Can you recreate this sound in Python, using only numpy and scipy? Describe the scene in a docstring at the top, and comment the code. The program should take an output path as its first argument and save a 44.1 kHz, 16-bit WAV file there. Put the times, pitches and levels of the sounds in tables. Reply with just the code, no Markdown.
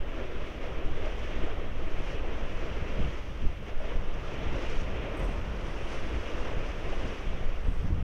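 """A foaming bow wave churns and rushes below a ship's bow, built from patchy noise and rising bubble tones.
Slaps of water ring as trapped bubbles, spray spatters in bright bursts, and a thin hiss rides high above.
Wind rumbles, buffets and thumps on the microphone as low coloured noise.
Far behind, the engine hums through the hull as wavering sines, and a small metal part rattles in ringing knocks."""
import sys
import numpy as np
from scipy import signal
from scipy.fft import rfft, irfft
from scipy.io import wavfile
from scipy.ndimage import uniform_filter1d

SR = 44100
rng = np.random.default_rng(int(sys.argv[2]) if len(sys.argv) > 2 else 0)


def boost(x):
    """Linear amplitude factor 10**(x/20) for a level x in decibels (scalar or array-like)."""
    u = np.asarray(x, float) / 20
    return 10 ** u


def wav_out(sig):
    """Save sig, one row per channel (or a flat mono array), as 16-bit PCM at SR to the path in sys.argv[1]."""
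    wavfile.write(sys.argv[1], SR, np.round(np.clip(np.atleast_2d(sig).T, -1, 1) * 32767).astype(np.int16))


N = 354110  # length in samples

# slow heave of the bow: t/s, wave force level/dB, water fineness level/dB
BOW_HEAVE = [(0, -3.5, -1), (0.3, -1.5, -1), (0.9, -1, -1.5), (1.25, 0.5, 1.0), (1.7, -3, 0),
             (2.06, 1, 0.5), (2.25, -1.0, -3), (2.5, 0.5, 0), (2.85, 1.0, -1.0), (3.12, 0.5, 2),
             (3.25, -2.5, 3), (3.6, -5.5, 4), (3.78, -4.0, -0.5), (4.05, -2, 0.5), (4.35, 1.5, -3),
             (4.81, 2.5, 4), (4.86, 1, -1.5), (5.15, 1.0, -5), (5.55, 0, 1.5), (5.95, 2.0, 1.5),
             (6.6, 1.0, -0.5), (7.15, 0, 3.5), (7.45, -1, 0.5), (7.75, -3.5, 4), (8.03, -3.5, 1.5)]
# passing swells of the water noise, some louder, some only heavier or finer:
# peak t/s, length/s, added force level/dB, added fineness level/dB
WATER_SWELLS = [(0.183, 0.15, 3.0, -2.5), (0.466, 0.11, 1.5, 2), (0.662, 0.08, 2.5, -1),
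                (0.797, 0.08, 1.5, -2.5), (1.047, 0.15, 2.5, -2), (1.453, 0.28, 2.5, -3.5),
                (1.65, 0.11, 1.0, -2.5), (1.807, 0.08, 1.5, -0.5), (2.11, 0.11, 1.5, 2.5),
                (2.35, 0.15, 1.5, 0), (2.65, 0.11, 1.5, -1.5), (3.03, 0.08, 1.5, -1.5),
                (3.482, 0.22, 1.5, -1.5), (3.685, 0.08, 3.5, 0), (3.81, 0.11, 0, 4), (3.897, 0.16, 4, -2.5),
                (4.28, 0.19, 0, 3), (4.614, 0.28, 1, -1), (5.033, 0.08, 1.0, -0.5), (5.25, 0.28, 1.5, 1.5),
                (5.682, 0.087, 1, -2), (5.932, 0.11, 1.0, 1.5), (6.14, 0.08, 0.5, -1.5),
                (6.36, 0.32, 1.5, 0.5), (6.483, 0.088, 1.5, -1.5), (6.687, 0.08, 1.5, 2),
                (6.873, 0.08, 1.5, -2.5), (7.06, 0.28, 2.5, -2.5), (7.67, 0.08, 1.5, -3.5),
                (7.8, 0.15, 1.0, 0.0)]
# how churn, rush, foam and spray follow the wave, one row each:
# level/dB with both controls at 0, slope on force/(dB per dB), slope on fineness/(dB per dB)
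WATER_LAWS = [(-43.5, 0.98, -0.66), (-49, 1.06, -0.17), (-49.5, 1.12, 0), (-64, 1.54, 0.83)]
# froth, moving sound from the rush to the fizz of foam: t/s, level/dB
FROTH_DRIFT = [(0.0, 0.4), (0.45, 0.5), (0.9, 0), (1.3, 1.5), (1.55, -0.2), (2.05, 0.8), (2.4, -0.3),
               (3.0, 0.4), (3.35, 0.5), (3.85, 1), (4.0, -0.8), (4.4, 0.5), (4.75, 0.3), (5.1, 0.4),
               (5.45, -1.5), (5.95, 0.4), (6.5, -0.5), (6.85, 0.5), (7.3, 0.4), (7.7, -0.8), (8.03, -1.5)]
# colours of the water from heavy to fine, relative power per Hz: f/Hz, level/dB
CHURN_COLOUR = [(130, -40.5), (220, -1), (432, 2), (614, -0.5), (800, -18), (1040, -17.5), (1760, -120)]
RUSH_COLOUR = [(450, -59), (650, -1), (800, -4.5), (1250, -3), (1500, -8), (1900, -14.5), (2600, -29),
               (4000, -100)]
FOAM_COLOUR = [(900, -26), (1400, -7), (1900, -2), (2700, -2), (3250, -6), (3600, -12.5), (4200, -22.5),
               (5500, -35), (9000, -100)]
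SPRAY_COLOUR = [(2290, -21), (3900, -6), (4350, -2.5), (5890, 0.5), (7040, -10), (9130, -23.5),
                (11000, -25.5), (14300, -43), (22000, -120)]
# slaps of water that trap a large bubble: t/s, level/dB, starting f/Hz
BUBBLE_SLAPS = [(1.066, -29, 613), (3.008, -35, 463), (3.71, -38, 440), (3.803, -31, 610),
                (3.816, -33, 557), (3.842, -33, 624), (3.85, -41, 640), (3.919, -31.5, 473),
                (4.169, -40, 520), (4.414, -34, 625), (4.555, -31, 547)]
# handfuls of spray that spatter close by: t/s, peak level/dB
SPRAY_SPATTERS = [(0.158, -57), (1.056, -51), (1.191, -53), (3.775, -57), (3.853, -53), (4.139, -54),
                  (4.337, -56), (4.56, -49), (4.62, -50), (4.698, -46), (4.81, -50), (5.663, -53),
                  (6.297, -51), (6.681, -54), (6.898, -53), (7.072, -51), (7.869, -55)]
# how the thin hiss follows the wave: level/dB with both controls at 0,
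# slope on force/(dB per dB), slope on fineness/(dB per dB)
THIN_HISS_LAW = (-81, 1, 0.98)
# moments when the thin hiss swells or dips: peak t/s, length/s, added level/dB
HISS_SWELLS = [(2.95, 1.1, -1.5), (4.77, .12, 1), (5.21, 0.24, 7), (5.68, .1, 6), (5.94, 0.38, 4.5),
               (6.95, .4, 3)]
# slow wind on the microphone: t/s, strength level/dB, eddy smallness level/dB
WIND_DRIFT = [(0, -2.5, -5.5), (0.5, -7.5, 1.5), (1.1, -0.5, -1), (1.8, 0, -2.0), (2.35, -0.5, -2),
              (2.75, 0.5, -1.5), (3.25, -5.5, -2), (3.65, -9.5, -5.5), (4.1, 0.5, -2), (4.9, -4, 5),
              (5.5, -1.0, 6), (6.2, -5, -2.5), (6.9, -2, 1), (7.3, -8.5, -5.5), (7.6, -5.5, -6.5),
              (8.03, 4.5, 5)]
# passing rises in the low wind noise: peak t/s, length/s, added strength level/dB, added smallness level/dB
WIND_SWELLS = [(0.126, 0.13, 1, -0.5), (0.416, 0.12, 8, -3.5), (0.845, 0.51, 5, -5), (1.438, 0.12, 5, -0.5),
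               (3.02, 0.22, 9, 1.5), (3.448, 0.12, 13.5, 2.5), (3.6, 0.27, 0.5, 4), (3.774, 0.11, 7.0, -3),
               (3.943, 0.11, 7, 4), (4.48, 0.094, 3.5, 1.0), (4.727, 0.42, 5, -4), (4.92, 0.14, 1.5, 2),
               (5.265, 0.12, 3, 2.5), (6.136, 0.14, 2.0, 3), (6.523, 0.4, 5.5, 2), (7.046, 0.15, 9, 0),
               (7.3, 0.11, 11, 4), (7.49, 0.12, 13, 3), (7.663, 0.14, 6.5, 8), (7.815, 0.36, 7.5, -1)]
# how slow pressure, rumble and buffeting follow the wind, one row each:
# level/dB with both controls at 0, slope on strength/(dB per dB), slope on smallness/(dB per dB)
EDDY_LAWS = [(-30.5, 1.14, -1.07), (-40, 1.5, 1), (-45, 0.21, 0.64)]
# colours of the wind, relative power per Hz: f/Hz, level/dB
PRESSURE_COLOUR = [(1, -42), (3, -18), (5.5, -5), (8, -2), (11, 2.5), (16, -6.5), (24, -9), (40, -29),
                   (80, -100)]
RUMBLE_COLOUR = [(8, -17), (18, -15), (30, 3), (50, -6), (80, -8.5), (130, -25), (250, -100)]
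BUFFET_COLOUR = [(20, -20), (50, -39), (80, -7.5), (130, -9.5), (200, -12), (300, -35), (450, -87),
                 (700, -100)]
# thumps of wind on the microphone: t/s, peak level/dB, time scale/s, sharpness level/dB
WIND_THUMPS = [(2.814, -25, 0.021, -15), (2.989, -22.5, 0.025, -20), (3.039, -24, 0.036, -17),
               (3.432, -24.5, 0.031, -12), (4.418, -31, 0.025, -17), (4.462, -26, 0.021, -9),
               (4.531, -26.5, 0.037, -6), (5.281, -32, 0.024, -7), (6.121, -26.5, 0.052, -26),
               (7.032, -31, 0.035, -3), (7.674, -24.5, 0.036, -15), (7.832, -25, 0.047, -16),
               (7.907, -20.5, 0.026, -20), (7.969, -31, 0.023, 0)]
# engine hum: multiple of the firing rate, rms level/dB before wavering
ENGINE_ORDERS = [(1, -45.5), (1.5, -48), (2, -44), (2.5, -57), (3, -55), (3.5, -56.5)]
# knocks of the metal part: t/s, peak level/dB
METAL_KNOCKS = [(5.1711, -49), (5.1946, -50), (5.2074, -60), (5.2214, -60), (5.232, -54), (5.245, -50),
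                (5.2774, -57), (5.3023, -64), (5.3244, -66), (5.3644, -69), (7.6294, -74), (7.6625, -68),
                (7.6794, -68), (7.7094, -69), (7.7333, -69), (7.7494, -69), (7.7852, -66)]
# ringing modes of the metal part: f/Hz, relative level/dB, t60/s
METAL_MODES = [(7000, -12, .012), (8200, 3, .016), (8500, 3, .016), (10500, -3, .01), (11300, -5, .012),
               (11500, -7, .012), (12200, -17, .008)]
# spells of trembling between knocks: t/s, length/s, starting rms level/dB, fall level/dB
METAL_TREMBLES = [(5.16, .28, -66, 15), (7.61, .26, -74, 5)]
# colour of the microphone's hiss above 1 kHz, relative power per Hz: f/Hz, level/dB
MIC_HISS_COLOUR = [(3000, -17), (7000, -7), (12000, -2), (16000, -1.5), (21000, -1)]


def evened(x):
    """Scales a sound to rms 1."""
    return x / np.sqrt(np.mean(x ** 2) + 1e-20)


def read(points, hz):
    """Reads a spectrum's dB at any frequency, in straight lines over log frequency."""
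    f, value = np.transpose(points)
    return np.interp(np.log(hz + 0.091), np.log(f + 0.11), value)


def curve(rows, column):
    """One column of a breakpoint table, drawn as lines at every sample."""
    rows = np.array(rows)
    return np.interp(np.arange(N) / SR, rows[:, 0], rows[:, column])


def swells(rows, column):
    """Sums bells of the given column; each length is the full width at 1/e of the peak."""
    t = np.arange(0, N + 64, 64) / SR
    bells = sum(row[column] * np.exp(-4 * ((t - row[0]) / row[1]) ** 2) for row in rows)
    return np.interp(np.arange(N) / SR, t, bells)


def levels(slow, passing, laws):
    """Two controls, a slow drift plus passing swells, set the gain of each layer by its own law."""
    strong = curve(slow, column=1) + swells(passing, column=2)
    fine = curve(slow, column=2) + swells(passing, column=3)
    return [boost(db + a * strong + b * fine) for db, a, b in laws]


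def add(mix, s, sound):
    """Lays a sound into the mix at s seconds, cut at the end."""
    part = mix[round(s * SR):][:len(sound)]
    part += sound[:len(part)]


def coloured(x, spectrum):
    """Filters a sound by a spectrum and evens it to rms 1."""
    hz = np.fft.rfftfreq(len(x), 1 / SR)
    return evened(irfft(rfft(x) * boost(read(spectrum, hz)), len(x)))


def wander(speed_hz):
    """Slow random drift of rms 1, rolled off above speed_hz and held near zero on average."""
    hz = np.fft.rfftfreq(N, 1 / SR)
    shape = hz / (hz + .5) / (1 + (hz / speed_hz) ** 2)
    return evened(irfft(rfft(rng.standard_normal(N)) * shape, N))


def patchy(spectrum, patchy_db, patch_hz, patch_s):
    """Random short-time spectra whose level drifts in patches of pitch and time."""
    frames, hz = N // 128 + 5, np.fft.rfftfreq(512, 1 / SR)
    a, b, patches = rng.standard_normal((frames, 257, 3)).T
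    patches = uniform_filter1d(patches, max(round(patch_hz / hz[1]), 1), 0)
    patches = evened(uniform_filter1d(patches, max(round(patch_s * SR / 128), 1), 1))
    z = (a + 1j * b) * boost(patchy_db * patches)
    wash = signal.istft(z, nperseg=512, noverlap=384)[1][:N]
    return coloured(wash, spectrum)


def bubbles(per_s, low_hz, high_hz, cycles, spread_db):
    """Bursting pockets of air: short rising tones, most small, a few large."""
    bursts = rng.random(N) < per_s / SR
    size = boost(spread_db * np.minimum(rng.exponential(1, N), 5)) * bursts
    kind, out = rng.integers(0, 24, N), np.zeros(N)
    for k, hz in enumerate(np.geomspace(low_hz, high_hz, 24)):
        u = np.arange(round(3 * cycles * SR / hz)) * hz / (cycles * SR)
        tone = u * np.exp(-3 * u) * np.sin(2 * np.pi * cycles * u * (1 + 0.063 * u))
        out += signal.oaconvolve(size * (kind == k), tone / np.linalg.norm(tone))[:N]
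    return evened(out)


def mixed(wash, grains, share):
    """Blends wash and grains, where share is the grains' part of the power."""
    share = np.clip(share, 0, 1)
    return np.sqrt(1 - share) * wash + np.sqrt(share) * grains


def bow_wave():
    """Four sizes of water share one flicker, as lumps of the wave land together."""
    landing = wander(25)
    churn = mixed(patchy(CHURN_COLOUR, 0.53, 250, 0.052), bubbles(300, 271.0, 718.5, 5.03, 3.6), 0.14)
    rush = mixed(patchy(RUSH_COLOUR, 0.31, 500, 0.03), bubbles(800, 765, 1733, 8.2, 3.9), 0.13)
    foam = mixed(patchy(FOAM_COLOUR, 1.0, 800, .04), bubbles(1500, 1690, 3560, 4.5, 1.9), 0.043)
    spray = mixed(patchy(SPRAY_COLOUR, 0.52, 2000, 0.018), bubbles(2500, 4900, 6200, 3.7, 4.3), 0.045)
    heavy, middle, light, finest = levels(BOW_HEAVE, WATER_SWELLS, WATER_LAWS)
    froth = boost(curve(FROTH_DRIFT, column=1))
    return (churn * heavy * boost(0.52 * landing)
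            + rush * middle / froth * boost(0.36 * landing)
            + foam * light * froth * boost(0.24 * landing)
            + spray * finest * boost(0.75 * landing))


def slaps():
    """A splash of noise, while the trapped bubble rings and rises as it nears the surface."""
    t, out = np.arange(4000) / SR, np.zeros(N)
    splashes = rng.standard_normal((len(BUBBLE_SLAPS), len(t)))
    bubble_t60_s, splash_t60_s, attack_s = 0.057, 0.082, 0.00075
    for (s, db, hz), noise in zip(BUBBLE_SLAPS, splashes):
        bubble = np.sin(2 * np.pi * hz * t * (1 + 1.6 * t)) * boost(-60 * t / bubble_t60_s)
        splash = 0.23 * coloured(noise, RUSH_COLOUR) * boost(-60 * t / splash_t60_s)
        attack = 1 - np.exp(-t / attack_s)
        add(out, s, boost(db) * attack * (bubble + splash))
    return out


def spatters():
    """Short bright noise bursts with the colour of the spray, quick to rise and dying away."""
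    t, out = np.arange(4096) / SR, np.zeros(N)
    drops = rng.standard_normal((len(SPRAY_SPATTERS), len(t)))
    t60_s, attack_s = .05, .0012
    envelope = boost(-60 * t / t60_s) * (1 - np.exp(-t / attack_s))
    for (s, db), noise in zip(SPRAY_SPATTERS, drops):
        burst = envelope * coloured(noise, SPRAY_COLOUR)
        add(out, s, burst / abs(burst).max() * boost(db))
    return out


def thin_hiss():
    """A narrow band of noise high above the spray, following the wave's force and fineness."""
    centre_hz, half_width_hz = 8830, 1000
    hz = np.fft.rfftfreq(N, 1 / SR)
    band = irfft(rfft(rng.standard_normal(N)) / (1 + ((hz - centre_hz) / half_width_hz) ** 2), N)
    level = levels(BOW_HEAVE, WATER_SWELLS, [THIN_HISS_LAW])[0]
    return evened(band) * level * boost(swells(HISS_SWELLS, column=2))


def wind():
    """Slow pressure swings, a rumble, lumpy buffeting above it, and single thumps."""
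    large, medium, small = levels(WIND_DRIFT, WIND_SWELLS, EDDY_LAWS)
    out = coloured(rng.standard_normal(N), PRESSURE_COLOUR) * large
    out += coloured(rng.standard_normal(N), RUMBLE_COLOUR) * medium
    lumps = boost(2.8 * wander(6.7))
    out += evened(coloured(rng.standard_normal(N), BUFFET_COLOUR) * lumps) * small
    t = np.arange(8192) / SR
    air = rng.standard_normal((len(WIND_THUMPS), len(t)))
    for (s, db, length, sharp_db), noise in zip(WIND_THUMPS, air):
        u = t / max(length, .005)
        # small eddies sharpen the thump: f/Hz, level/dB
        eddy = [(12, -56), (50, 9.5), (120, 3.5 + sharp_db / 2), (350, sharp_db),
                (650, sharp_db - 31), (1300, -100)]
        puff = coloured(noise, eddy) * u * np.exp(-2.5 * u)
        add(out, s - .004, puff / abs(puff).max() * boost(db))  # starts 4 ms ahead
    return out


def engine():
    """Low orders of the firing rate, wavering on their way through the hull."""
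    firing_hz, waver_db = 28.1, 3  # the rate drifts around firing_hz
    turns = np.cumsum(firing_hz * (1 + 0.007 * wander(1.0))) / SR
    out = np.zeros(N)
    for order, db in ENGINE_ORDERS:
        level = np.sqrt(2) * boost(db + waver_db * wander(12.0))
        out += level * np.sin(2 * np.pi * (order * turns + rng.random()))
    return out


def rattle():
    """Each knock can chatter and rings the same few modes; tiny touches fill the gaps."""
    t, out = np.arange(3000) / SR, np.zeros(N)
    ring = sum(boost(db - 60 * t / t60) * np.sin(2 * np.pi * hz * t) for hz, db, t60 in METAL_MODES)
    shape = (len(METAL_KNOCKS), 400)
    chatter = .45 * rng.standard_normal(shape) * (rng.random(shape) < .015)
    chatter[:, 0] = 1  # the first contact
    for (s, db), taps in zip(METAL_KNOCKS, chatter):
        knock = np.convolve(ring, taps)
        add(out, s, knock / abs(knock).max() * boost(db))
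    shape = (len(METAL_TREMBLES), SR)
    touches = rng.standard_normal(shape) * (rng.random(shape) < 600 / SR)  # about 600 a second
    for (s, length, db, fall_db), row in zip(METAL_TREMBLES, touches):
        size = round(length * SR)
        fading = signal.windows.tukey(size, .3) * boost(np.linspace(db, db - fall_db, size))
        add(out, s, evened(signal.oaconvolve(row, ring))[:size] * fading)
    return out


def scene():
    """Sums the water, wind, engine and metal into one channel."""
    return (bow_wave() + slaps() + spatters() + thin_hiss() + wind() + engine() + rattle())[None]


def low_pass(x):
    """Removes everything above the highest recorded frequency."""
    return signal.sosfilt(signal.butter(12, 15710, fs=SR, output="sos"), x)


def record(dry):
    """The microphone adds its own faint hiss; both ends fade over a few milliseconds."""
    colour = [(1000, -66.5)] + MIC_HISS_COLOUR
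    hiss = boost(-76.5) * coloured(rng.standard_normal(N), colour)
    fade = signal.windows.tukey(N, .01 * SR / N)  # 5 ms at each end
    return low_pass((dry + hiss) * fade)


dry = scene()
out = record(dry)
wav_out(out)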